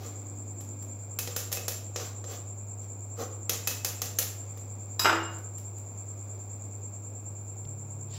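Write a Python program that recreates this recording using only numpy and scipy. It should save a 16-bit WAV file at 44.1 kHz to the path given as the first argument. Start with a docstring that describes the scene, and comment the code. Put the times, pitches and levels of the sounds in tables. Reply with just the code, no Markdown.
"""Sifting flour in a kitchen

Flour is worked through a small steel sieve over a plastic bowl, in a room with hard walls.
A spoon scrapes the mesh and knocks on the rim in two runs, making the loose wires sizzle.
It is put down with a clink and a clatter; then the sieve is shaken. Behind this, appliances
hum and a cricket chirps by rubbing its wings. A faint click and a swish come near the end."""
import sys
import numpy as np
from scipy import signal
from scipy.fft import rfft, irfft, next_fast_len
from scipy.io import wavfile
from scipy.ndimage import uniform_filter1d

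SR = 44100
rng = np.random.default_rng(int(sys.argv[2]) if len(sys.argv) > 2 else 0)


def master_out(mix):
    """Clip the mix to full scale and print it as 16-bit PCM to the path in sys.argv[1]."""
    frames = np.transpose(np.atleast_2d(mix))
    ceiling = np.clip(frames, -1, 1)
    pcm = np.round(ceiling * 32767).astype(np.int16)
    wavfile.write(sys.argv[1], SR, pcm)


N = 360738
TIME = np.arange(N) / SR

# how long the room echoes; a fade time (t60) is a drop of 60 dB: (frequency [Hz], fade time [s])
ROOM_FADE = [(150, 0.8), (1000, 0.62), (3000, 0.51), (7000, 0.36), (12000, 0.33), (16000, 0.36)]
# hum of the mains power: (frequency [Hz], level [dB])
MAINS_HUM = [(100.2, -40.5), (200.4, -70)]
# motors that run for a while: (start [s], end [s], frequency [Hz], level [dB])
MOTOR_TONES = [(0, 1.0, 240, -57.5), (0, 1.0, 294, -56.5), (0, .8, 355, -65), (7.62, 8.3, 135.2, -49),
               (7.66, 8.3, 205.4, -61)]
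# wing strokes in one chirp: (time from its middle [s], relative level [dB], pitch shift [Hz])
CHIRP_STROKES = [(-.025, -6, -60), (-.009, 0, 0), (.010, -1, 40)]

# how dull or bright each noise is: (frequency [Hz], relative level [dB])
AIR_COLOUR = [(25, -5), (50, -8.5), (100, 6.5), (180, 1.5), (350, 0.5), (750, -4.5), (1300, -15),
              (1900, -26.5), (2400, -17.5), (3000, -31.5), (4000, -31), (6000, -27.5), (9500, -42.5),
              (15000, -25)]
SWISH_NOISE_COLOUR = [(300, -13), (1500, -8), (2500, 0), (5000, 2), (9000, -14), (15000, -21)]
RASP_COLOUR = [(300, -6), (1300, 7), (2200, -2), (4500, 1.5), (6100, 2), (7200, 11.5), (8500, -11.5),
               (12000, -2), (15500, -3)]
CLATTER_COLOUR = [(160, -27), (320, -7.5), (700, -0.5), (1300, 1), (2000, -5.5), (3200, -10), (4200, -19.5),
                  (6500, -18.5), (9000, -39), (15000, -48)]
CLACK_COLOUR = [(200, -16), (500, -6), (900, -8.5), (1300, -6), (3000, -3.5), (4800, -2), (6000, 2.5),
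                (7200, 5.5), (8200, -12.5), (11000, -23)]
SIZZLE_COLOUR = [(3000, -22), (6500, -2.5), (8500, -7.5), (11500, 3.5), (14000, 1.5), (15500, -1),
                 (17000, -6)]

# the tones each thing rings with: (frequency [Hz], relative level [dB], fade time [s])
THUMP_TONES = [(45, 9, .07)]
WIRE_TONES = [(2410, 2.5, .012), (3620, -9, 0.011), (5030, -3.5, 0.018)]
BASKET_TONES = [(252.6, -9.5, 0.15), (361, -8.5, 0.075), (491.4, -1, 0.096), (551, -3, 0.059),
                (751, 1.5, 0.016), (1211, 1.5, 0.023), (1860, -8.5, 0.03), (4050, -12.5, 0.044),
                (5340, -9, .03)]  # the sieve's basket and rim
HELD_SPOON_TONES = [(2585, -10, 0.2), (5017, -15, 0.11), (5920, -9, 0.083), (6110, 0, 0.078)]
FREE_SPOON_TONES = [(2535, -18, 0.41), (3770, -20, 0.4), (3880, -3.5, 0.079), (4940, -2, 0.11),
                    (5024, -11, 0.085), (5050, 2.5, 0.11), (5460, -14, 0.3), (6024, -12, 0.26),
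                    (7770, -13, 0.19), (10400, -20, 0.15), (11000, -21, 0.16), (11320, -17.5, 0.29),
                    (13600, -8.5, .12), (14570, -12, .17), (15170, -15, .14)]
SURFACE_TONES = [(332, -6.5, 0.32), (675, -3, 0.29), (884, -7, 0.37), (940, -11, 0.21), (1060, -5, 0.23),
                 (1132, -1.5, 0.15), (1370, -15, .3), (1376, 0, 0.17), (1460, -6, 0.4), (1508, -4, 0.26),
                 (1520, -13, 0.3), (2180, -14, .2), (2841, 3.5, 0.3), (2830, -12, 0.18), (3180, -15, 0.18)]  # what the spoon lands on

# flour sliding on the mesh, one curve per spell of stirring or shaking: (time [s], strength [dB])
FLOUR_SLIDES = [
    [(0.12, -63.5), (0.464, -69.5), (1.15, -69)],
    [(4.42, -68), (4.488, -64), (4.7, -69), (4.95, -68.5)],
    [(5.3, -59), (5.436, -75), (6.392, -68.5), (7.0, -78)],
]
# spoon scrapes: (middle [s], half length [s], rasp level [dB], push on the basket over the rasp [dB])
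SPOON_SCRAPES = [(0.048, 0.059, -49.5, -1), (2.027, 0.054, -44, -6), (2.329, 0.043, -45, -2),
                 (2.838, .025, -60.5, -8), (3.215, 0.031, -42, 6)]
# parts of the spoon land: (time [s], clink strength [dB], clatter strength [dB], first bounce gap [s])
SPOON_LANDINGS = [(4.994, -15, -30.5, 0.021), (5.046, -38, -18, .026), (5.056, -30, -11, .039)]
# the spoon hits the rim: (time [s], strength [dB], cushioning by flour [0-1])
RIM_KNOCKS = [(0.607, -51.5, 0.1), (0.824, -56, 0), (1.188, -31.5, 0.04), (1.274, -36.5, 0.4),
              (1.3626, -29.5, 0.11), (1.517, -38, 0.2), (1.526, -31, 0.03), (1.5713, -38.5, 0.8),
              (1.6807, -30, .15), (1.9595, -31.5, 0.74), (2.2411, -47.5, 0.63), (3.494, -25, 0.22),
              (3.6725, -26, 0.17), (3.8466, -28, 0.1), (4.0174, -30.5, 0.17), (4.1863, -25, 0),
              (4.573, -53.5, 0.1)]


def amp(db):
    """Turn decibels into a number to multiply a sound by."""
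    return 10 ** (np.asarray(db) / 20)


def rms_one(x):
    """Scale a sound so that its average level (rms) is 1."""
    return x / np.sqrt(np.mean(x ** 2) + 1e-20)


def at_hz(points, hz):
    """Read between the rows of a table, giving every octave the same width."""
    known_hz, values = np.transpose(points)
    return np.interp(np.log(hz + 1e-9), np.log(known_hz), values)


def coloured(noise, colour):
    """Turn the lows and highs of a noise up or down to follow a colour table; rms 1."""
    size = next_fast_len(N)
    gain = amp(at_hz(colour, np.fft.rfftfreq(size, 1 / SR)))
    return rms_one(irfft(rfft(noise, size) * gain, size)[:N])


def band_pass(x, low_hz, high_hz):
    """Keep mainly the sound between two frequencies."""
    return signal.sosfilt(signal.butter(2, [low_hz, high_hz], "band", fs=SR, output="sos"), x)


def grains(per_s, spread_db):
    """Tiny clicks of uneven size at random moments."""
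    clicks = (rng.random(N) < per_s / SR) * rng.choice([-1, 1], N)
    return clicks * amp(spread_db * np.minimum(rng.exponential(1, N), 4))


def blows(times, levels_db, rise_s, t60):
    """Loudness curve of hits that swell quickly and die away."""
    power = np.zeros(N)
    for time, db in zip(times, levels_db):
        start = int(time * SR)
        age = TIME[:min(N - start, SR // 2)]
        swell = 1 - np.exp(-age / rise_s)
        power[start:start + len(age)] += (swell * amp(db - 60 * age / t60)) ** 2
    return np.sqrt(power)


def ring(force, hz, t60):
    """Each push starts one pure tone that fades away."""
    decay, angle = amp(-60 / (t60 * SR)), 2 * np.pi * hz / SR
    return signal.lfilter([0, np.sin(angle)], [1, -2 * decay * np.cos(angle), decay ** 2], force + 1e-18)


def struck(times, levels_db, tones, uneven_db):
    """Every hit sets an object's tones ringing, in a slightly different mix each time."""
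    out = np.zeros(N)
    for hz, db, t60 in tones:
        force = np.zeros(N)
        hit_db = levels_db + db + uneven_db * rng.standard_normal(len(times))
        force[(times * SR).astype(int)] = amp(hit_db)
        out += ring(force, hz, t60) * rng.choice([-1, 1])
    return out


def bowed(slips, tones):
    """A stream of tiny slips keeps an object ringing, as a bow does a string; rms 1."""
    return rms_one(sum(amp(db) * ring(slips, hz, t60) / np.sqrt(t60) for hz, db, t60 in tones))


def kitchen_echo(build_up_s):
    """The walls answer a click with a wash of echoes whose highs die first."""
    age, edges_hz = TIME[:int(0.7 * SR)], np.geomspace(80, 18000, 12)
    echo = np.zeros(len(age))
    for low, high in zip(edges_hz, edges_hz[1:]):
        band = band_pass(rng.standard_normal(len(age)), low, high)
        echo += band * amp(-60 * age / at_hz(ROOM_FADE, np.sqrt(low * high)))
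    echo *= 1 - np.exp(-(age / build_up_s) ** 2)
    return echo / np.sqrt(np.sum(echo ** 2))


def in_kitchen(x, echo_db):
    """A sound together with its echoes from the walls."""
    return x + amp(echo_db) * signal.fftconvolve(x, kitchen_echo(build_up_s=0.0014))[:N]


def appliances(air_db):
    """A soft rush of moving air, mains hum, and motor tones that come and go."""
    out = amp(air_db) * coloured(rng.standard_normal(N), AIR_COLOUR)
    for hz, db in MAINS_HUM:
        out += np.sqrt(2) * amp(db) * np.sin(2 * np.pi * (hz * TIME + rng.random()))
    for start, end, hz, db in MOTOR_TONES:
        running = np.clip(np.minimum(TIME - start, end - TIME) / 0.05, 0, 1)
        out += np.sqrt(2) * amp(db) * running * np.sin(2 * np.pi * hz * TIME)
    return out


def click_and_swish(click_s, click_db, swish_s, swish_db):
    """A faint dry click with a low thump, and later a soft swish."""
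    click = blows([click_s], [click_db], rise_s=0.0003, t60=0.017)
    swish = amp(swish_db) * np.exp(-((TIME - swish_s) / 0.053) ** 2)
    thump = struck(np.array([click_s]), click_db, THUMP_TONES, uneven_db=2)
    return thump + (click + swish) * coloured(rng.standard_normal(N), SWISH_NOISE_COLOUR)


def cricket(pitch_hz, glide_hz, stroke_s, rough_hz, overtone_db):
    """Each wing stroke drags tiny teeth over a scraper: a short, rough tone that slides up; rms 1."""
    gaps_s = 0.10472 + 0.000034 * np.arange(76)  # the chirps slow very slightly
    chirp_times = 0.072 + np.append(0, np.cumsum(gaps_s))
    loudness, hz = np.zeros(N), np.full(N, float(pitch_hz))
    for middle in chirp_times:
        for offset, db, shift_hz in CHIRP_STROKES:
            centre = middle + offset + rng.normal(0, 0.00048)
            span = slice(*np.searchsorted(TIME, [centre - stroke_s / 2, centre + stroke_s / 2]))
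            progress = (TIME[span] - centre) / stroke_s
            loudness[span] += amp(db + rng.normal(0, 0.54)) * np.cos(np.pi * progress)
            hz[span] = pitch_hz + shift_hz + glide_hz * progress
    uneven_teeth = np.tanh(rms_one(uniform_filter1d(rng.standard_normal(N), size=60)))
    phase = 2 * np.pi * np.cumsum(hz + rough_hz * uneven_teeth) / SR
    return rms_one(loudness * (np.sin(phase) + amp(overtone_db) * np.sin(2 * phase)))


def from_a_nook(song, nook_t60, nook_db, room_db):
    """Surfaces around a hiding place scatter the sound at once; the room answers later; rms 1."""
    age = TIME[:SR // 20]
    nook_echo = rng.standard_normal(len(age)) * amp(-60 * age / nook_t60)
    scattered = rms_one(signal.fftconvolve(song, nook_echo)[:N])
    near = rms_one(song + amp(nook_db) * scattered)
    far = rms_one(signal.fftconvolve(song, kitchen_echo(build_up_s=0.019))[:N])
    return rms_one(near + amp(room_db) * far)


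def mesh_rubs():
    """Spoon and flour catch on wire after wire: the tiny slips rasp and make the metal ring."""
    flour = sum(np.interp(TIME, times, amp(db), left=0, right=0)
                for times, db in map(np.transpose, FLOUR_SLIDES))
    rasp_level, basket_level, wire_level = amp(-2) * flour, amp(1.5) * flour, amp(-6) * flour
    for middle, half_length, rasp_db, push_db in SPOON_SCRAPES:
        stroke = np.exp(-((TIME - middle) / half_length) ** 2)
        rasp_level += amp(rasp_db) * stroke
        basket_level += amp(rasp_db + push_db) * stroke
    slips = grains(per_s=4300, spread_db=0.5)
    cushioned = band_pass(slips, 260, 1700)  # flour softens the push
    rasp = rasp_level * (coloured(slips, RASP_COLOUR) + amp(-9) * bowed(slips, HELD_SPOON_TONES))
    wires = wire_level * bowed(slips, WIRE_TONES)
    basket = basket_level * bowed(cushioned, BASKET_TONES)
    return in_kitchen(rasp + wires + basket, echo_db=-4.5)


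def bounces(hits, gap_shrink, loss_db):
    """Each landing leads to ever quicker, weaker bounces: times, clink and clatter strengths."""
    rows = []
    for time, clink_db, clatter_db, gap in SPOON_LANDINGS:
        for k in range(hits):
            rows.append((time, clink_db - k * loss_db, clatter_db - k * loss_db))
            time += gap * gap_shrink ** k
    return np.transpose(rows)


def spoon_put_down():
    """One end of the spoon lands with a clink; the other drops and rattles on something hollow."""
    times, clink_db, clatter_db = bounces(hits=4, gap_shrink=0.85, loss_db=5.5)
    clink = struck(times, clink_db - 8, FREE_SPOON_TONES, uneven_db=1.5)
    crack = blows(times, clink_db - 6.5, rise_s=0.0028, t60=0.061)
    crack *= coloured(rng.standard_normal(N), RASP_COLOUR)
    clatter = blows(times, clatter_db - 2, rise_s=0.00029, t60=0.064)
    clatter *= coloured(rng.standard_normal(N), CLATTER_COLOUR)
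    surface = struck(times, clatter_db - 18, SURFACE_TONES, uneven_db=2)
    return in_kitchen(crack + clatter, echo_db=-4) + in_kitchen(clink + surface, echo_db=-3)


def jolts(rebound_s, rebound_loss_db, hardest_shake_s, shake_gap_s):
    """Knocks that each bounce once, and five shakes that swell and fade: times, strengths, cushioning."""
    knocks = np.array(RIM_KNOCKS)
    rebounds = knocks + [rebound_s, -rebound_loss_db, 0]
    shakes = [(hardest_shake_s + k * shake_gap_s, -53 - 7 * abs(k), 0) for k in range(-2, 3)]
    return np.vstack([knocks, rebounds, shakes]).T


def sieve_knocks_and_shakes():
    """At each jolt the rim clacks, the loose wires sizzle, and basket and spoon ring briefly."""
    times, strength_db, cushion = jolts(rebound_s=0.039, rebound_loss_db=16.5,
                                        hardest_shake_s=5.5815, shake_gap_s=0.198)
    # a cushion of flour muffles the wires but passes more of the push to the basket
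    sizzle_db = strength_db + 10 - 21.5 * cushion
    basket_db = -24 + 0.6 * strength_db + 10.5 * cushion
    # clack and sizzle are each a sharp burst plus a quieter, longer buzz
    clack = blows(times, strength_db + 7.5, rise_s=0.0011, t60=0.026)
    clack += blows(times, strength_db - 7.5, rise_s=0.0095, t60=0.41)
    clack *= coloured(grains(per_s=14000, spread_db=3), CLACK_COLOUR)
    sizzle = blows(times, sizzle_db + 2, rise_s=0.0013, t60=0.019)
    sizzle += blows(times, sizzle_db - 13.5, rise_s=0.0043, t60=0.3)
    sizzle *= coloured(grains(per_s=14000, spread_db=3.5), SIZZLE_COLOUR)
    basket = struck(times, basket_db, BASKET_TONES, uneven_db=2)
    spoon = struck(times, strength_db - 13.5, HELD_SPOON_TONES, uneven_db=7)
    return in_kitchen(clack + sizzle + spoon, echo_db=-7) + in_kitchen(basket, echo_db=-3)


def scene():
    """Everything reaches one microphone, so left and right are the same."""
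    sifting = sieve_knocks_and_shakes() + mesh_rubs() + spoon_put_down()
    song = cricket(pitch_hz=7335, glide_hz=485, stroke_s=0.023, rough_hz=195, overtone_db=-37)
    chirps = amp(-46.5) * from_a_nook(song, nook_t60=0.05, nook_db=4, room_db=-1)
    small_noises = click_and_swish(click_s=7.651, click_db=-47.5, swish_s=8.17, swish_db=-50.5)
    return np.tile(sifting + chirps + small_noises + appliances(air_db=-50.5), (2, 1))


def record(dry):
    """The microphone loses the deep bass, and the very highest sounds are cut off sharply."""
    bass_cut = signal.butter(2, 55, "high", fs=SR, output="sos")
    treble_cut = signal.ellip(10, 0.2, 70, 15700, fs=SR, output="sos")
    return signal.sosfilt(treble_cut, signal.sosfilt(bass_cut, dry))


dry = scene()
out = record(dry)
master_out(out)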